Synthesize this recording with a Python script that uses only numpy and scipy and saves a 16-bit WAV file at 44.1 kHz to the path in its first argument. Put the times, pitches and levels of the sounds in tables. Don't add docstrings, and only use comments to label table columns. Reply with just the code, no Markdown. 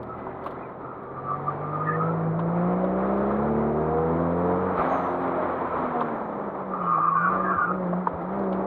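import sys
import numpy as np
from scipy import signal
from scipy.fft import rfft, irfft, next_fast_len
from scipy.io import wavfile

SR = 44100
rng = np.random.default_rng(int(sys.argv[2]) if len(sys.argv) > 2 else 0)


def digitize_waveform(pressure):
    field = np.atleast_2d(pressure).T
    bounded = np.clip(field, -1, 1)
    quanta = np.round(bounded * 32767).astype(np.int16)
    wavfile.write(sys.argv[1], SR, quanta)


def volts(x):
    e = np.asarray(x, float) / 20
    return 10 ** e


N = 381906

# (time [s], speed [turns/s])
CRANK = [(0.0, 40.25), (0.36, 42.79), (1.09, 43.29), (1.18, 44.97), (2.08, 54.7), (2.32, 53.9),
         (2.98, 63.5), (3.59, 72.85), (4.71, 93.18), (4.96, 90.11), (5.47, 87.55), (5.81, 83.86),
         (6.02, 78.8), (6.36, 69.04), (6.76, 61.76), (6.92, 55.71), (8.19, 57.15), (8.66, 64.11)]


def rms_one(x):
    return x / np.sqrt(np.mean(np.abs(x) ** 2) + 1e-20)


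def in_time(rows):
    s, *columns = np.transpose(rows)
    return [np.interp(np.arange(N) / SR, s, c) for c in columns]


def at_hz(points, hz):
    points_hz, level_db = np.transpose(points)
    return np.interp(np.log(hz), np.log(points_hz), level_db)


def swells(rows):
    t = np.arange(N) / SR
    return sum(size * np.interp(t, [s - rise, s, s + hold, s + hold + fall], [0, 1, 1, 0])
               for s, size, rise, hold, fall in rows)


def drift(rate_hz):
    r = np.exp(-2 * np.pi * rate_hz / SR)
    return rms_one(signal.lfilter([1], [1, -2 * r, r * r], rng.standard_normal(N + SR))[SR:])


def shifted(slow, samples):
    return np.roll(np.r_[slow, slow[::-1]], samples)[:N]


def band(x, low_hz, high_hz):
    return signal.sosfilt(signal.butter(2, [low_hz, high_hz], "band", fs=SR, output="sos"), x)


def dulled(x, cut_hz):
    return signal.sosfilt(signal.butter(6, cut_hz, fs=SR, output="sos"), x)


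def turning(hz):
    return np.exp(2j * np.pi * np.cumsum(hz) / SR)


def narrow_noise(hz, width_hz, tone):
    waver = rms_one(tone + drift(width_hz) + 1j * drift(width_hz))
    return np.sqrt(2) * np.real(waver * turning(hz))


def burst(t60_s, rise_s):
    t = np.arange(round(.12 * SR)) / SR
    return rng.standard_normal(len(t)) * volts(-60 * t / t60_s) * (1 - np.exp(-t / rise_s))


def crank():
    # (time at the top [s], size [turns/s], rise [s], hold [s], fall [s])
    surges = [(2.419, 0.739, 0.125, 0.004, 0.362), (3.477, 2.625, 0.091, 0.005, 0.151),
              (4.748, -1.6, .014, .001, .05), (4.805, -8.2, 0.075, 0.012, 0.075),
              (4.84, 2.3, .02, 0.001, .02), (4.863, -2.8, .02, 0.001, .09),
              (6.981, -2.13, 0.062, 0.012, 0.077), (7.323, 5.858, 0.119, 0.189, 0.081),
              (7.754, 5.952, 0.109, 0.01, 0.189), (8.026, 4.486, 0.139, 0.007, 0.138),
              (8.35, 6.498, 0.128, 0.028, 0.141)]
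    return in_time(CRANK)[0] + swells(surges)


def loads_db():
    # (time [s], firing orders [dB], other orders re firing [dB], tilt [dB/octave])
    load = [(0, -46, -14.5, -3.5), (1.1, -54, -17.5, 0), (1.25, -51.5, -9.5, -.5), (2.0, -48, -10.5, 0.5),
            (2.3, -45.5, -9.5, -1), (2.85, -45.5, -8.5, 3), (3.6, -39, -14, -2), (4.25, -42.5, -8, -1.5),
            (4.7, -49.5, -3.5, -3), (4.85, -52, -12.5, 3.5), (5.75, -54.5, -12, 1), (6.0, -45, -18, -5.5),
            (6.6, -60, -16, -3), (7.2, -54.5, -12.5, -4.5), (7.45, -49, -10, 5.5), (7.75, -47.5, -11, 0),
            (8.05, -45.5, -24, -4.5), (8.35, -47, -11.5, 2.5)]
    # (time [s], level [dB], rise [s], hold [s], fall [s])
    fuel_cuts = [
        (7.6, -17, 0.073, 0.0061, 0.11),
        (8.1, -15, 0.11, 0.037, 0.24),
    ]
    # (time [s], level [dB], rise [s], hold [s], fall [s])
    stumbles = [
        (3.5, 10, 0.18, 0.23, .2),
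        (5.3, 15, 0.74, 0.14, 0.23),
        (7.3, 15.5, 0.11, 0.066, 0.063),
        (8.4, -17, .2, .3, 0.098),
    ]
    half_orders_db = -7
    firing, uneven, tilt = in_time(load)
    firing = firing + swells(fuel_cuts)
    whole = firing + uneven
    return firing, whole, whole + half_orders_db + swells(stumbles), tilt


def engine(waver_db, spread_rad):
    # (multiple of crank speed [1], level [dB])
    engine_orders = [(1.0, 21), (1.5, 9.5), (2.0, 17.5), (2.5, 2.5), (3.0, 15), (3.5, -3), (4.0, 5.5),
                     (4.5, 10), (5.0, 11.5), (5.5, 5), (6.0, 0.63), (6.5, -7), (7.0, 2), (7.5, 0), (8.0, 4),
                     (8.5, -8.5), (9.0, -2.5), (9.5, -3), (10.0, -4), (10.5, -3.5), (11.0, 2.5),
                     (11.5, -19.5), (12.0, -11), (12.5, -5.5), (13.0, -1)]
    # (frequency [Hz], level [dB])
    cabin = [(40.0, -37), (70.0, -10), (110.0, -6), (175.0, 5), (230.0, -6), (290.0, 0), (370.0, 9),
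             (430.0, 3), (500.0, 9.5), (600.0, 8), (700.0, 8.5), (850.0, -3), (1000.0, 13), (1200.0, 3.5)]
    # (frequency [Hz], width [Hz], level [dB])
    cabin_modes = [(108, 9.9, 4.5), (125.8, 14, -14), (381.2, 3.1, 4.5), (478.8, 11, 7.5), (559, 1.7, 5.5),
                   (608, 18, 2), (717.6, 10, 7.5), (785, 14, 2.5)]
    # (multiple [1], level [dB])
    coasting = [(1, 3), (3, 2), (4, 9), (5.5, -5), (6, 0), (7, 12), (8, 4), (9, 6), (12, 2)]
    coasting_s = 4.82, 6.9
    # (multiple [1], time [s], level [dB], half length [s])
    order_swells = [(1, 6.1, -10, .2), (1.5, 4.5, 12, .2), (1.5, 5.7, -10, .25), (2, 3.2, -4, .15),
                    (3, 3.96, -6.5, 0.13), (3, 4.65, -2.5, 0.28), (3.5, 4.5, 12, 0.37), (3.5, 4.5, 9, .2),
                    (4, 2.5, 7.5, 0.24), (4, 2.8, 4.5, .15), (4, 4.1, 5.5, 0.21), (4, 5.31, 7, 0.19),
                    (4, 6.45, 14, 0.24), (4.5, 2.2, -4, 0.22), (4.5, 5.2, -5.5, .3), (5, 2.4, -12, 0.25),
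                    (5, 4.25, -9.5, .15), (5, 4.4, 9.5, 0.28), (6, 3.6, 3, .1), (6, 4.05, 5, .06),
                    (6, 4.55, 7, 0.19), (6, 4.8, -12, 0.16), (6, 7, 12.5, .12), (6.5, 3.1, 9, .4),
                    (6.5, 4.1, 8, .3), (7, 2.7, -12, 0.18), (7, 5.8, -6.5, .2), (8, 2.5, -4, .2),
                    (8, 3.5, 3.5, 0.22), (8, 5.6, -5, 0.25), (8, 6.9, 8, .2), (8.5, 3.1, 10, 0.43),
                    (9, 3.41, -12, 0.14), (9, 4.8, 8.5, 0.1), (9.5, 3.5, 5, .2), (10, 3.5, 8, 0.41),
                    (10, 4.0, 16.5, .12), (10, 4.6, 14, .12), (11, 2.6, -11, .15), (12, 2.5, 5, 0.28),
                    (9, 7.85, 7, .15), (8, 7.45, -7, .15), (9, 7.6, -14, 0.2), (10, 7.8, 12, 0.16),
                    (8, 8.45, -8, .12), (4.5, 4.42, -9, .15), (9, 7.32, 4, 0.13), (3, 4.9, 4, 0.15),
                    (4, 6.1, 5, 0.073), (3, 6.0, -3.5, 0.11)]

    speed = crank()
    angle = 2 * np.pi * np.cumsum(speed) / SR
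    loads = loads_db()
    wandering = drift(.35)
    wavers = [drift(3.1) + 0.8 * drift(25.0) for _ in range(3)]
    coarse = np.arange(0, N, 64)
    coarse_s = coarse / SR
    shut = np.interp(coarse_s, np.repeat(coasting_s, 2) + [0, .1, 0, .1], [0, 1, 1, 0])
    out = 0
    for k, (order, level_db) in enumerate(engine_orders):
        half_steps = round(2 * order)
        hz = order * speed[coarse]
        cabin_db = at_hz(cabin, hz)
        for mode_hz, width_hz, db in cabin_modes:
            cabin_db = cabin_db + db / (1 + (2 * (hz - mode_hz) / width_hz) ** 2)

        kind = 0 if half_steps % 6 == 0 else 1 + half_steps % 2
        load_db = loads[kind][coarse] + dict(coasting).get(order, 0) * shut
        load_db = load_db + loads[3][coarse] * np.log2(max(order / 3, 1))
        for multiple, s, db, half_s in order_swells:
            if multiple == order:
                load_db = load_db + db * np.exp(-((coarse_s - s) / half_s) ** 2)

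        lag = np.interp(np.arange(N), coarse, spread_rad * shifted(wandering, 47000 * k)[coarse])
        waver = shifted(wavers[k % 3], 9000 * k)[coarse]
        rough_db = waver_db * (1 + 1.1 * shut) * np.sqrt(half_steps) * waver
        gain = np.interp(np.arange(N), coarse, volts(level_db + load_db + cabin_db + rough_db))
        out = out - gain * np.cos(order * angle + lag)
    return np.sqrt(2) * out


def squeal(spans, width_hz, tone, wander_hz, chatter_db, strands, octave_db):
    out, t = 0, np.arange(N) / SR
    for rows in spans:
        hz, level_db = in_time(rows)
        live = np.clip(np.minimum(t - rows[0][0], rows[-1][0] - t) / .02, 0, 1)
        slip_hz = hz + wander_hz * drift(14.1)
        slip = volts(chatter_db * drift(23.0)) * narrow_noise(slip_hz, width_hz, tone)
        ribs = 0
        for ratio, db in strands:
            rib_hz = ratio * hz + 1.5 * wander_hz * drift(6.0)
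            ribs = ribs + volts(db + 2.4 * drift(1.1)) * narrow_noise(rib_hz, width_hz, tone)
        octave = volts(octave_db) * band(narrow_noise(2 * hz, 2.1 * width_hz, .2), 2000, 3600)
        out = out + live * volts(level_db) * (dulled(slip + ribs, 2100) + octave)
    return dulled(out, 4100)


def glide_tracks():
    # (start [s], length [s], from [Hz], to [Hz], level
    # [dB])
    glides = [(0.151, 0.55, 2000, 2016, -61), (0.636, 0.013, 2430, 2320, -48),
              (1.872, 0.033, 1765, 1710, -36), (1.916, .045, 1740, 1800, -38),
              (1.885, .012, 2523, 2530, -49), (1.925, 0.015, 1950, 2020, -46.5),
              (1.93, .012, 2520, 2520, -50), (6.831, .1, 2966, 2840, -50), (6.841, .1, 2430, 2470, -58.5),
              (7.08, 0.027, 2474, 2400, -56), (7.165, .05, 1454, 1457, -33), (7.171, .13, 2330, 2365, -51),
              (7.224, 0.058, 1423, 1390, -27), (7.239, 0.029, 1318, 1310, -29),
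              (7.33, 0.028, 1411, 1430, -29.5), (7.362, 0.054, 1719, 1685, -49),
              (7.453, 0.068, 1628, 1593, -36), (7.46, 0.054, 1716, 1690, -39.5),
              (7.52, 0.032, 1363, 1350, -28), (7.544, 0.038, 1565, 1503, -31.5),
              (7.549, .05, 2353, 2330, -52), (7.605, 0.043, 1433, 1426, -26.5),
              (7.658, .04, 2430, 2450, -60), (7.673, 0.042, 1420, 1387, -35.5)]
    # (start [s], length [s], from [Hz], to [Hz], level [dB])
    low_glides = [
        (6.84, .03, 1089, 1100, -35),
        (6.94, .1, 1095, 1135, -26),
        (7.108, 0.058, 1130, 1085, -24),
        (7.245, .045, 1130, 1136, -25.5),
        (7.479, 0.031, 1147, 1130, -27),
        (7.589, 0.041, 1150, 1138, -25.5),
    ]
    edge_s, edge_db = .025, -18
    shapes = []
    for s, length, from_hz, to_hz, db in glides + low_glides:
        end = s + length
        shapes.append([(s - 1.2 * edge_s, from_hz, -90), (s - edge_s, from_hz, db + edge_db),
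                       (s, from_hz, db), (end, to_hz, db),
                       (end + edge_s, to_hz, db + edge_db), (end + 1.2 * edge_s, to_hz, -90)])
    high, low = shapes[:len(glides)], shapes[len(glides):]
    return [sum(high[k::4], []) for k in range(4)] + [sum(low, [])]


def tyres():
    # (time [s], pitch [Hz], level [dB])
    slides = [
        [(0.06, 1290, -53), (0.085, 1300, -42), (0.15, 1274, -38), (0.175, 1250, -54)],
        [(.78, 1171, -51), (.9, 1283, -40.5), (1.0, 1162, -49.5), (1.2, 1185, -45), (1.5, 1170, -46),
         (1.74, 1222, -37), (1.98, 1240, -37), (2.1, 1320, -36), (2.16, 1350, -49)],
        [(6.69, 1178, -44), (6.8, 1232, -33.5), (6.94, 1197, -27.5), (7.1, 1210, -26), (7.33, 1188, -29.5),
         (7.44, 1216, -30), (7.62, 1191, -29.5), (7.715, 1234, -32.5), (7.8, 1255, -46)],
    ]
    # (time [s], level [dB])
    grabs = [(.9, 2.5), (1.185, 11), (1.225, -3), (1.255, 6), (1.29, 19.5), (1.325, 16), (1.35, 9.5),
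             (1.485, 22), (1.41, 4), (1.59, -6), (1.79, -4.5), (1.76, 10), (1.815, 9), (1.89, 13.5),
             (1.95, 8.5), (1.92, 0.5), (1.98, -4), (2.008, 11), (2.05, 3.5), (2.1, 0.5), (6.76, 3.5),
             (6.888, 4.5), (6.936, 7), (6.99, -2), (7.05, 4.5), (7.087, 5.5), (7.14, -7.5), (7.172, 7),
             (7.25, -6), (7.308, 5.5), (7.338, 2.5), (7.41, 4), (7.44, 1), (7.49, -1), (7.525, 6.5),
             (7.555, -4), (7.69, 4), (7.718, 1)]
    rise_s, fall_s = .03, .035
    grabs_db = swells([(s, db, rise_s, 0, fall_s) for s, db in grabs])
    main = squeal(slides[:2], width_hz=45, tone=2.6, wander_hz=9, chatter_db=0.0,
                  strands=[(.91, -17), (1.07, -10)], octave_db=-42)
    main += squeal(slides[2:], width_hz=55, tone=1.9, wander_hz=11, chatter_db=1.0,
                   strands=[(.9, -9), (1.09, -7), (1.3, -31)], octave_db=-35)
    others = squeal(glide_tracks(), width_hz=45, tone=1.7, wander_hz=10, chatter_db=1.5,
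                    strands=[(1.06, -11)], octave_db=-42.0)
    return volts(grabs_db) * main + others


def knocks(body_t60_s, bright_t60_s):
    # (time [s], peak [dB], pitch [Hz], bright part [dB])
    hits = [(0.268, -20.5, 1020, -80), (0.461, -19, 970, -52), (0.465, -15.5, 1140, -51),
            (2.3925, -14, 1024, -54.5), (2.841, -10.5, 587, -57), (4.203, -18.5, 526, -63),
            (4.914, -14, 600, -71), (6.0065, -16, 1003, -47), (6.012, -8.5, 1015, -60),
            (6.022, -17, 1160, -66), (6.736, -15, 1210, -74), (6.981, -14, 760, -71.5),
            (7.93, -11, 633, -69), (7.935, -23, 1130, -71), (8.0705, -6.5, 994, -59),
            (8.0706, -24, 1360, -62), (8.528, -39, 555, -53.5)]
    out, t = np.zeros(N + SR), np.arange(round(.12 * SR)) / SR
    for s, peak_db, hz, bright_db in hits:
        ringing = np.sin(2 * np.pi * hz * t) * volts(-60 * t / body_t60_s) * 1.4 * (1 - np.exp(-t / 0.0012))
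        bounce = 0.24 * np.roll(ringing, round(0.0075 * SR))
        thud = 1.5 * band(burst(0.057, 0.0015), 420, 1300)
        body = dulled(ringing + bounce + thud, 1600)
        rattle = burst(bright_t60_s, .0005) + 1.2 * burst(.012, .0003)
        rattle = dulled(band(rattle, 1900, 4000), 3700)
        at = round((s - .0005) * SR)
        out[at:at + len(t)] += volts(peak_db - 2.0) * body + volts(bright_db + 13.5) * rattle
    return out[:N]


def thumps(length_s):
    # (time [s], peak [dB], pitch [Hz])
    bumps = [
        (4.8, -35, 60),
        (5.74, -44, 110),
        (7.575, -34, 95),
        (8.15, -33, 85),
        (8.36, -55, 60),
    ]
    t = np.arange(N) / SR
    return sum(volts(db) * np.exp(-((t - s) / length_s) ** 2) * np.sin(2 * np.pi * hz * t) for s, db, hz in bumps)


def relief_valve():
    # (time [s], whistle [Hz], level [dB])
    relief = [(4.86, 6450, -130), (4.9, 6450, -70), (4.93, 6520, -68), (5.0, 6370, -73), (5.07, 6130, -75),
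              (5.13, 6050, -84), (5.18, 5990, -105)]
    hz, level_db = in_time(relief)
    octave = volts(-22.5) * narrow_noise(2 * hz, width_hz=250, tone=.1)
    side_jet = volts(-12.5) * narrow_noise(.91 * hz, width_hz=90, tone=.1)
    whistle = narrow_noise(hz, width_hz=110, tone=1.1)
    is_open = np.arange(N) / SR < relief[-1][0]
    return volts(level_db) * is_open * (whistle + octave + side_jet)


def whine():
    # (crank speed [turns/s], first [dB], second [dB], third overtone [dB])
    whine_levels = [(40, -100, -114, -118), (46, -85, -110, -110), (52, -92, -108, -114),
                    (56, -102, -106, -116), (62, -97, -103, -130), (67, -90, -90, -130),
                    (73, -91, -87, -130), (82, -88, -88, -130), (88, -85, -89, -130), (93, -92, -95, -130)]
    # (time [s], level [dB])
    pump_levels = [(0, -47.5), (.6, -52), (1.0, -67), (1.45, -38), (1.75, -55.5), (2.0, -68)]
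    whine_order, pump_order = 89.2, 15.8
    speed = crank()
    turns, *levels = np.transpose(whine_levels)
    out = volts(in_time(pump_levels)[0]) * turning(pump_order * speed).real
    for k, db in enumerate(levels, 1):
        hz = k * whine_order * speed
        gain = volts(np.interp(speed, turns, db) + 2 * drift(20.0))
        out = out + gain * turning(hz).real * (hz < 15.8e3)
    return np.sqrt(2) * out


def turbo():
    # (time [s], pitch [Hz], level [dB])
    spool = [(2.5, 8700, -112), (3.2, 9600, -102), (4.0, 11300, -100), (4.7, 12800, -100),
             (4.8, 12800, -125)]
    hz, level_db = in_time(spool)
    return volts(level_db) * narrow_noise(hz, width_hz=200, tone=0)


def ticks():
    # (time [s], peak [dB], duller part [dB])
    clicks = [(0.0297, -61, 14), (0.069, -77, 16), (0.091, -76, 18), (0.1645, -77, 3), (0.179, -77.5, 1),
              (0.188, -71, 14), (0.2496, -78, 3), (0.4015, -73.5, 1), (0.4381, -68.5, 16), (0.4603, -60, 7),
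              (0.5067, -68.5, 18), (0.6647, -77, 3), (0.69, -72.5, 8), (0.7158, -80, 2), (0.9091, -79.5, 8),
              (1.0336, -67.5, 5), (1.2735, -76, 3), (2.139, -69, 7), (2.1884, -67.5, 4), (2.2297, -70, 12),
              (2.6354, -78, 2), (2.729, -65.5, 1), (3.179, -63.5, 12), (3.23, -66, 6), (3.39, -67, 13),
              (3.4564, -69.5, 9.5), (3.499, -68, 1), (3.571, -79.5, 7.5), (4.5243, -70.5, 6.5),
              (4.778, -76, 27), (4.8312, -66.5, 5), (4.857, -66.5, 10), (4.951, -66, 7), (6.908, -76, 20),
              (7.316, -65.5, -3), (7.646, -75.5, 3), (7.7408, -73, 11), (7.7676, -67.5, 0),
              (7.8094, -70.5, 0), (7.8687, -69, 9), (8.2143, -67, 13), (8.224, -70, 12), (8.3426, -77, 5),
              (8.3577, -67, 12), (8.3915, -66, 13), (8.404, -74, 9), (8.4386, -71, 16), (8.5257, -73.5, 28),
              (8.531, -73, 28), (8.538, -73.5, 22), (8.564, -70, 6)]
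    faint_count, faint_db = 6, -79
    faint = [(at * N / SR, faint_db - 4 * less, 6) for at, less in rng.random((faint_count, 2))]
    out = np.zeros(N + SR)
    for s, peak_db, duller_db in clicks + faint:
        rub = .43 < s < .52
        puff = burst(.03 * (1 + 1.9 * rub), .0006)
        treble = volts(1.5) * band(puff, 10500, 15800)
        middle = volts(-10.0 + 5.5 * rub) * band(puff, 4800, 10500)
        duller = volts(duller_db + 3) * dulled(band(puff, 2800, 4500), 4800)
        out[round(s * SR):][:len(puff)] += volts(peak_db) * (treble - middle + duller)
    return out[:N]


def roar_db():
    # (time [s], level [dB])
    road = [(0, -5), (.4, -5.5), (1.25, -5), (1.5, -2.5), (2.25, 1), (2.8, 1), (4.7, 4.5), (4.8, 7),
            (5.0, 4.5), (5.5, 3.5), (6.75, 2), (7.0, -4.5), (7.4, -1.5), (8.0, 0.5), (8.66, 3)]
    # (time [s], level [dB], rise [s], hold [s], fall [s])
    rush_swells = [(.25, 3, 0.28, 0.36, 0.15), (1.3, 3, 0.13, 0.2, 0.29), (1.758, 5, 0.26, 0.27, 0.25),
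                   (2.551, 4.5, 0.081, 0.65, 0.66), (5.195, 4.5, 0.24, 0.8, 0.32),
                   (6.851, 4.5, 0.085, 0.47, 0.31)]
    # (time [s], level [dB], rise [s], hold [s], fall [s])
    dump_rush = [(4.785, 9.4, 0.046, 0.062, 0.33)]
    # (time [s], level [dB], rise [s], hold [s], fall [s])
    dump_hiss = [(4.797, 9.001, .06, 0.24, .3)]
    rumble_db, rush_db, hiss_db = -1, -5, -9
    rush_db_per_turn, hiss_db_per_turn = 0.1963, 0.1874
    faster = crank() - CRANK[0][1]
    rush = rush_db + rush_db_per_turn * faster + swells(dump_rush + rush_swells)
    hiss = hiss_db + hiss_db_per_turn * faster + swells(dump_hiss)
    return np.array([np.full(N, rumble_db), in_time(road)[0], rush, hiss])


def roar(patchy_db, burn_db):
    bands_hz = [70, 500, 3000, 6500]
    # (frequency [Hz], density [dB/Hz])
    roar_colour = [(25, -87), (45, -73.5), (80, -79), (140, -66.5), (250, -64.5), (450, -62.5), (800, -64),
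                   (1300, -66.5), (1480, -76), (2300, -89), (2700, -100.5), (3900, -104), (5000, -122)]
    # (frequency [Hz], density [dB/Hz])
    hiss_colour = [(5000, -122), (7000, -133), (8800, -134), (9800, -130), (11000, -132), (12700, -124),
                   (14200, -130), (15400, -130), (15750, -123)]
    size = next_fast_len(N)
    hz = np.arange(1, size // 2 + 2) * SR / size
    colour = volts(at_hz(roar_colour + hiss_colour[1:], hz)) * np.sqrt(SR / 2)
    coloured = rfft(rng.standard_normal(size)) * colour
    together, own, levels = drift(6.2), drift(26.0), roar_db()
    throb = turning(3 * crank()).real
    out = 0
    for k, centre_hz in enumerate(20 * 2 ** np.arange(0, 10, 1 / 3)):
        place = np.interp(np.log(centre_hz), np.log(bands_hz), np.arange(4))
        below = min(int(place), 2)
        level_db = levels[below] + (place - below) * (levels[below + 1] - levels[below])
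        flicker_db = patchy_db * (together + shifted(own, 11000 * k))
        throb_db = burn_db * throb * (centre_hz > 300)
        share = np.clip(1 - np.abs(3 * np.log2(hz / centre_hz)), 0, 1)
        out = out + volts(level_db + flicker_db + throb_db) * irfft(coloured * share, size)[:N]
    return out


def scene():
    car = engine(waver_db=0.33, spread_rad=2.4) + tyres()
    trim = knocks(body_t60_s=0.02, bright_t60_s=0.084) + thumps(length_s=0.015) + ticks()
    air = relief_valve() + turbo() + roar(patchy_db=1.0, burn_db=0.0)
    return (car + trim + whine() + air)[None]


def roll_off(x):
    return signal.sosfilt(signal.butter(12, 15800, fs=SR, output="sos"), x)


def record(dry):
    n = np.arange(N)
    fade = np.minimum(np.minimum(n, n[::-1]) / 22, 1)
    mix = dry * np.sin(np.pi / 2 * fade) ** 2
    return roll_off(mix)


dry = scene()
out = record(dry)
digitize_waveform(out)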